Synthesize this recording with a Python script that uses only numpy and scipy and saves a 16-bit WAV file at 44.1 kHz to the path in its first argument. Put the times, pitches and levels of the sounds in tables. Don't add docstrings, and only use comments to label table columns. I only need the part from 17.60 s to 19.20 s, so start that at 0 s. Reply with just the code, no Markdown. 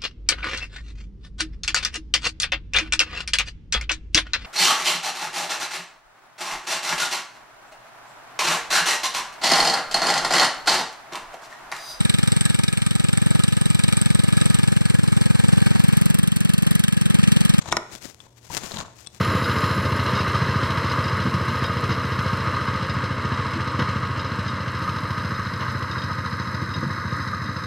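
import sys
import numpy as np
from scipy import signal
from scipy.fft import rfft, irfft, next_fast_len
from scipy.io import wavfile
from scipy.ndimage import map_coordinates

SR = 44100
rng = np.random.default_rng(int(sys.argv[2]) if len(sys.argv) > 2 else 0)


def generate_wav(signal):
    frames = np.transpose(np.atleast_2d(signal))
    scaled = np.clip(frames, -1, 1) * 32767
    pcm = np.round(scaled).astype(np.int16)
    wavfile.write(sys.argv[1], SR, pcm)


N = 70560

# time_s, level_db
WHEEL_EFFORT = [(0, -43.5), (.05, -49), (.065, -39), (.12, -36.5), (.18, -45.5), (.23, -67), (.35, -46.5),
                (.39, -107), (.62, -63.5), (.67, -56.5), (.71, -90), (.88, -78), (.91, -49.5), (1.10, -46),
                (1.2, -42), (1.225, -46.5), (1.33, -59), (1.51, -121), (1.54, -51), (1.6, -72.5)]
# frequency_hz, level_db
GRIND_SPECTRUM = [(35, -12.5), (100, 10.5), (350, -2), (1050, -1.5), (1700, -4.5), (2800, -9.5),
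                  (3800, -6.5), (4900, -12.5), (7000, -5.5), (10000, -24.5), (16000, -34)]
# frequency_hz, coherence
TIN_COHERENCE = [(60, 0.22), (500, 0.64), (1600, 0.18), (5000, 0.044)]

def grinding():
    grains = np.array([slips(rate_hz=2400, spread_db=2) for _ in range(2)])
    level = amp(curve(WHEEL_EFFORT) + 4.54 * wobble(rate_hz=90))
    return level * coloured(paired(grains, TIN_COHERENCE), GRIND_SPECTRUM) * panned(11)


# start_s, level_db
SNAPS = [(0.1249, -2.5), (0.1684, -3.5)]
# pitch_hz, level_db, t60_s
CAN_MODES = [(341, -18.5, 0.053), (468, -21.5, 0.038), (623, -15, 0.034), (982, -12, 0.038),
             (1248, -9.5, 0.027), (1442, -9, 0.032), (1852, -16.5, 0.043), (2215, -9, 0.016),
             (3860, -14.5, 0.017), (5430, -8.5, 0.02), (6870, -15.5, 0.018)]
# frequency_hz, level_db
TEAR_SPECTRUM = [(40, -30), (220, 0), (1300, 3.5), (2900, -4.5), (3900, -8), (4600, -9.5), (7000, -6.5),
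                 (10000, -18), (16000, -35)]

def snaps():
    out = np.zeros((2, N))
    for start_s, level_db in SNAPS:
        body = ring(CAN_MODES, scatter_db=1, lag_s=.00009)
        tear = amp(-4.5) * crack(TEAR_SPECTRUM, t60_s=.016)
        add(out, start_s, amp(level_db - 4) * (body + tear))
    return out * panned(1.5)


# start_s, ring_db, tick_db
BITES = [(.0582, -26.5, -28.5), (.0768, -37, -30), (.0978, -40, -29), (1.035, -37, -25),
         (1.111, -28, -29.5), (1.1187, -39, -24.5), (1.142, -28, -32), (1.1625, -32, -29.5),
         (1.171, -25.5, -23), (1.1845, -32, -28.5), (1.2032, -28, -23.5), (1.2105, -28, -23.5),
         (1.249, -32.5, -51), (1.2805, -35, -45)]
# pitch_hz, level_db, t60_s
RIM_MODES = [(643, -10, 0.041), (907, -8, 0.043), (1066, -11, 0.037), (1370, -9, 0.015)]
# frequency_hz, level_db
METAL_TICK_SPECTRUM = [(200, 4), (1200, -0.5), (2300, -12), (3800, 3.5), (5400, -9), (7000, -9),
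                       (16000, -43)]
METAL_TICK_T60_S = .0083

def crackle():
    out = np.zeros((2, N))
    for start_s, ring_db, tick_db in BITES:
        hollow = ring(RIM_MODES, scatter_db=2, lag_s=.00009, attack_s=.0005)
        tick = crack(METAL_TICK_SPECTRUM, METAL_TICK_T60_S)
        add(out, start_s, amp(ring_db) * hollow + amp(tick_db) * tick)
    return out * panned(7)


# start_s, level_db, left_over_right_db, overtone_db
CLINKS = [(0.1197, -12, 18, -10.5), (.359, -27.5, 14, -6), (0.603, -34, 29.5, -8.5),
          (1.4642, -27.5, 15, -5), (1.4715, -21, 14, 1.5)]
# pitch_hz, level_db, t60_s
HANDLE_MODES = [(1110, -19.5, 0.017), (2654, -19, 0.045), (3448, -3, 0.024), (4080, -8.5, 0.031),
                (5590, -1.5, 0.014), (8390, 1, 0.016)]
OVERTONES_ABOVE_HZ = 3750

def handle_clinks():
    out = np.zeros((2, N))
    for start_s, level_db, pan_db, overtone_db in CLINKS:
        modes = [(hz, db + overtone_db * (hz > OVERTONES_ABOVE_HZ), t60) for hz, db, t60 in HANDLE_MODES]
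        steel = ring(modes, scatter_db=1, lag_s=.00006, attack_s=.00009)
        tick = amp(-4.5) * crack(METAL_TICK_SPECTRUM, METAL_TICK_T60_S)
        add(out, start_s, amp(level_db - 11) * panned(pan_db) * (steel + tick))
    return out


# start_s, level_db
POPS = [(0.666, -46), (0.9024, -28)]
# pitch_hz, level_db, t60_s
LID_MODES = [(107, 0, 0.02), (930, 3.5, 0.033), (1050, -3.5, 0.031)]

def lid_pops():
    out = np.zeros((2, N))
    for start_s, level_db in POPS:
        add(out, start_s, amp(level_db - 3.5) * ring(LID_MODES, scatter_db=1, lag_s=.0001))
    return out * panned(9)


# centre_s, half_width_s, level_db
STROKES = [(0.348, 0.021, -38.5), (0.443, 0.017, -34.5), (0.494, 0.021, -43), (0.623, 0.032, -56.5),
           (0.782, 0.01, -51.5), (0.849, 0.019, -49), (0.931, 0.021, -33.5), (0.965, 0.015, -30.5),
           (1.052, 0.04, -36.5), (1.145, 0.041, -43.5), (1.406, 0.032, -48.5), (1.554, 0.024, -50.5)]
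# frequency_hz, level_db
SKIN_SPECTRUM = [(40, -29), (110, 3.5), (900, -2.5), (4000, -4.5), (6800, -1), (9500, -11), (14500, -15),
                 (16500, -23)]

def rubbing():
    strokes = amp(-63) + sum(amp(db) * swell(centre_s, width_s) for centre_s, width_s, db in STROKES)
    grains = slips(rate_hz=5000, spread_db=3.5) + .25 * rng.standard_normal(N)
    flutter = amp(1.5 + 1.82 * wobble(rate_hz=120))
    return coloured(grains, SKIN_SPECTRUM) * strokes * flutter


# start_s, level_db
CATCHES = [(0.3523, -10.5), (0.5459, -21.5), (0.9493, -5), (0.9497, -4.5), (0.9692, 4.5), (0.9745, 0.5),
           (0.9779, -3), (1.1876, -11), (1.5477, -20)]
# frequency_hz, level_db
RELEASE_SPECTRUM = [(60, 6.5), (500, 6.5), (6500, 7.5), (10000, 1), (16000, -8)]

def rubbing_ticks():
    impulses = np.zeros(N)
    for start_s, level_db in CATCHES:
        add(impulses, start_s, -amp([level_db]))
    response = lambda hz: amp(along(RELEASE_SPECTRUM, hz))
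    mean_gain = response(np.linspace(0, SR / 2, N)).mean()
    return filtered(impulses, response) / mean_gain


# centre_s, level_db
BUMPS = [(0.456, -33), (0.968, -29), (1.044, -28.5), (1.119, -28.5)]

def bumps():
    spectrum = [(30, -9), (110, 1.5), (300, -.5), (600, -12.5), (5000, -44)]  # frequency_hz, level_db
    pressure = sum(amp(db) * swell(centre_s, half_width_s=.0049) for centre_s, db in BUMPS)
    return pressure * coloured(rng.standard_normal(N), spectrum)


# frequency_hz, t60_s
ROOM_DECAY = [(100, 0.34), (500, 0.41), (3000, 0.59), (14000, 0.48)]
# frequency_hz, gain_db
ROOM_GAIN = [(60, -1), (200, -3), (1900, -9), (3200, -12.5), (14000, -14)]

def kitchen(source):
    diffuse = paired(rng.standard_normal((2, SR)), coherence=[(150, 1.0), (600, .59), (1500, .023)])
    hz, t, bands = signal.stft(diffuse, SR, nperseg=256)
    t60_s = along(ROOM_DECAY, hz)[:, None]
    equal_energy = np.sqrt(2 * np.log(1000) / (t60_s * SR))
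    tail = signal.istft(bands * amp(-60 * t / t60_s) * equal_energy, SR, nperseg=256)[1]
    tail = filtered(tail, lambda hz: amp(along(ROOM_GAIN, hz)))
    delayed = np.pad(source.mean(axis=0), (130, 0))
    return signal.fftconvolve(delayed[None], tail, axes=1)[:, :N]


# frequency_hz, level_db
AIR_SPECTRUM = [(25, -40), (60, 0), (115, 1.5), (170, -10), (400, -10), (1000, -17), (3000, -68),
                (16000, -68)]
AIR_DB, HUM_HZ, HUM_DB = -58.5, 119.2, -57.5

def background():
    noise = paired(rng.standard_normal((2, N)), coherence=[(100, .95), (1000, .51)])
    air = coloured(noise, AIR_SPECTRUM) * panned(2.9)
    hum = np.sin(2 * np.pi * HUM_HZ * np.arange(N) / SR + .7 * wobble(rate_hz=4.6))
    return amp(AIR_DB) * air + amp(HUM_DB) * hum


def slips(rate_hz, spread_db):
    sizes = amp(spread_db * np.minimum(rng.exponential(size=N), 5))
    slipping = rng.random(N) < rate_hz / SR
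    return unit(slipping * sizes * rng.choice([-1, 1], N))


def ring(modes, scatter_db, lag_s, attack_s=.00005):
    hz, db, t60_s = np.transpose(modes)[:, :, None, None]
    t = np.arange(SR // 6) / SR
    right_lag = np.minimum(2 * np.pi * hz * lag_s, np.pi / 2) * np.array([[0], [1]])
    signs = (-1) ** np.arange(len(modes)).reshape(hz.shape)
    gain = signs * amp(db + scatter_db * rng.standard_normal(hz.shape))
    partials = gain * amp(-60 * t / t60_s) * np.sin(2 * np.pi * hz * t - right_lag)
    return partials.sum(axis=0) * (1 - np.exp(-t / attack_s))


def crack(spectrum, t60_s):
    t = np.arange(SR // 6) / SR
    noise = paired(rng.standard_normal((2, len(t))), TIN_COHERENCE)
    return coloured(noise, spectrum) * amp(-60 * t / t60_s)


def amp(db):
    return 10 ** (np.asarray(db) / 20)


def unit(x):
    return x / np.sqrt(np.mean(x ** 2) + 1e-20)


def along(points, hz):
    knots_hz, values = np.transpose(points)
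    return np.interp(np.log(hz + 1), np.log(knots_hz + 1), values)


def curve(rows):
    return np.interp(np.arange(N) / SR, *np.transpose(rows))


def swell(centre_s, half_width_s):
    return np.exp(-.5 * ((np.arange(N) / SR - centre_s) / half_width_s) ** 2)


def wobble(rate_hz):
    return map_coordinates(rng.standard_normal(2000), [np.arange(N) * rate_hz / SR], mode="wrap")


def filtered(x, response):
    length = x.shape[-1]
    padded = next_fast_len(length + 8192)
    return irfft(rfft(x, padded) * response(np.fft.rfftfreq(padded, 1 / SR)), padded)[..., :length]


def coloured(x, spectrum):
    return unit(filtered(x, lambda hz: amp(along(spectrum, hz))))


def panned(left_over_right_db):
    return amp(np.array([[left_over_right_db], [-left_over_right_db]]) / 2)


def paired(x, coherence):
    angle = lambda hz: np.arccos(np.clip(along(coherence, hz), -1, 1)) / 2
    mid, side = filtered(x, lambda hz: np.array([np.cos(angle(hz)), np.sin(angle(hz))]))
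    return unit(np.array([mid + side, mid - side]))


def add(track, start_s, sound):
    part = track[..., max(round(start_s * SR), 0):][..., :sound.shape[-1]]
    part += sound[..., :part.shape[-1]]


def scene():
    opener = grinding() + snaps() + crackle() + handle_clinks() + lid_pops()
    reverberation = kitchen(opener)
    contact = (rubbing() + rubbing_ticks() + bumps()) * amp([[0], [-58]])  # left_db, right_db
    return opener + reverberation + contact + background()


def record(dry):
    ceiling, cutoff_hz = .9, 16200
    rounded = dry / (1 + np.abs(dry / ceiling) ** 6) ** (1 / 6)
    return filtered(rounded, lambda hz: hz < cutoff_hz)


dry = scene()
out = record(dry)
generate_wav(out)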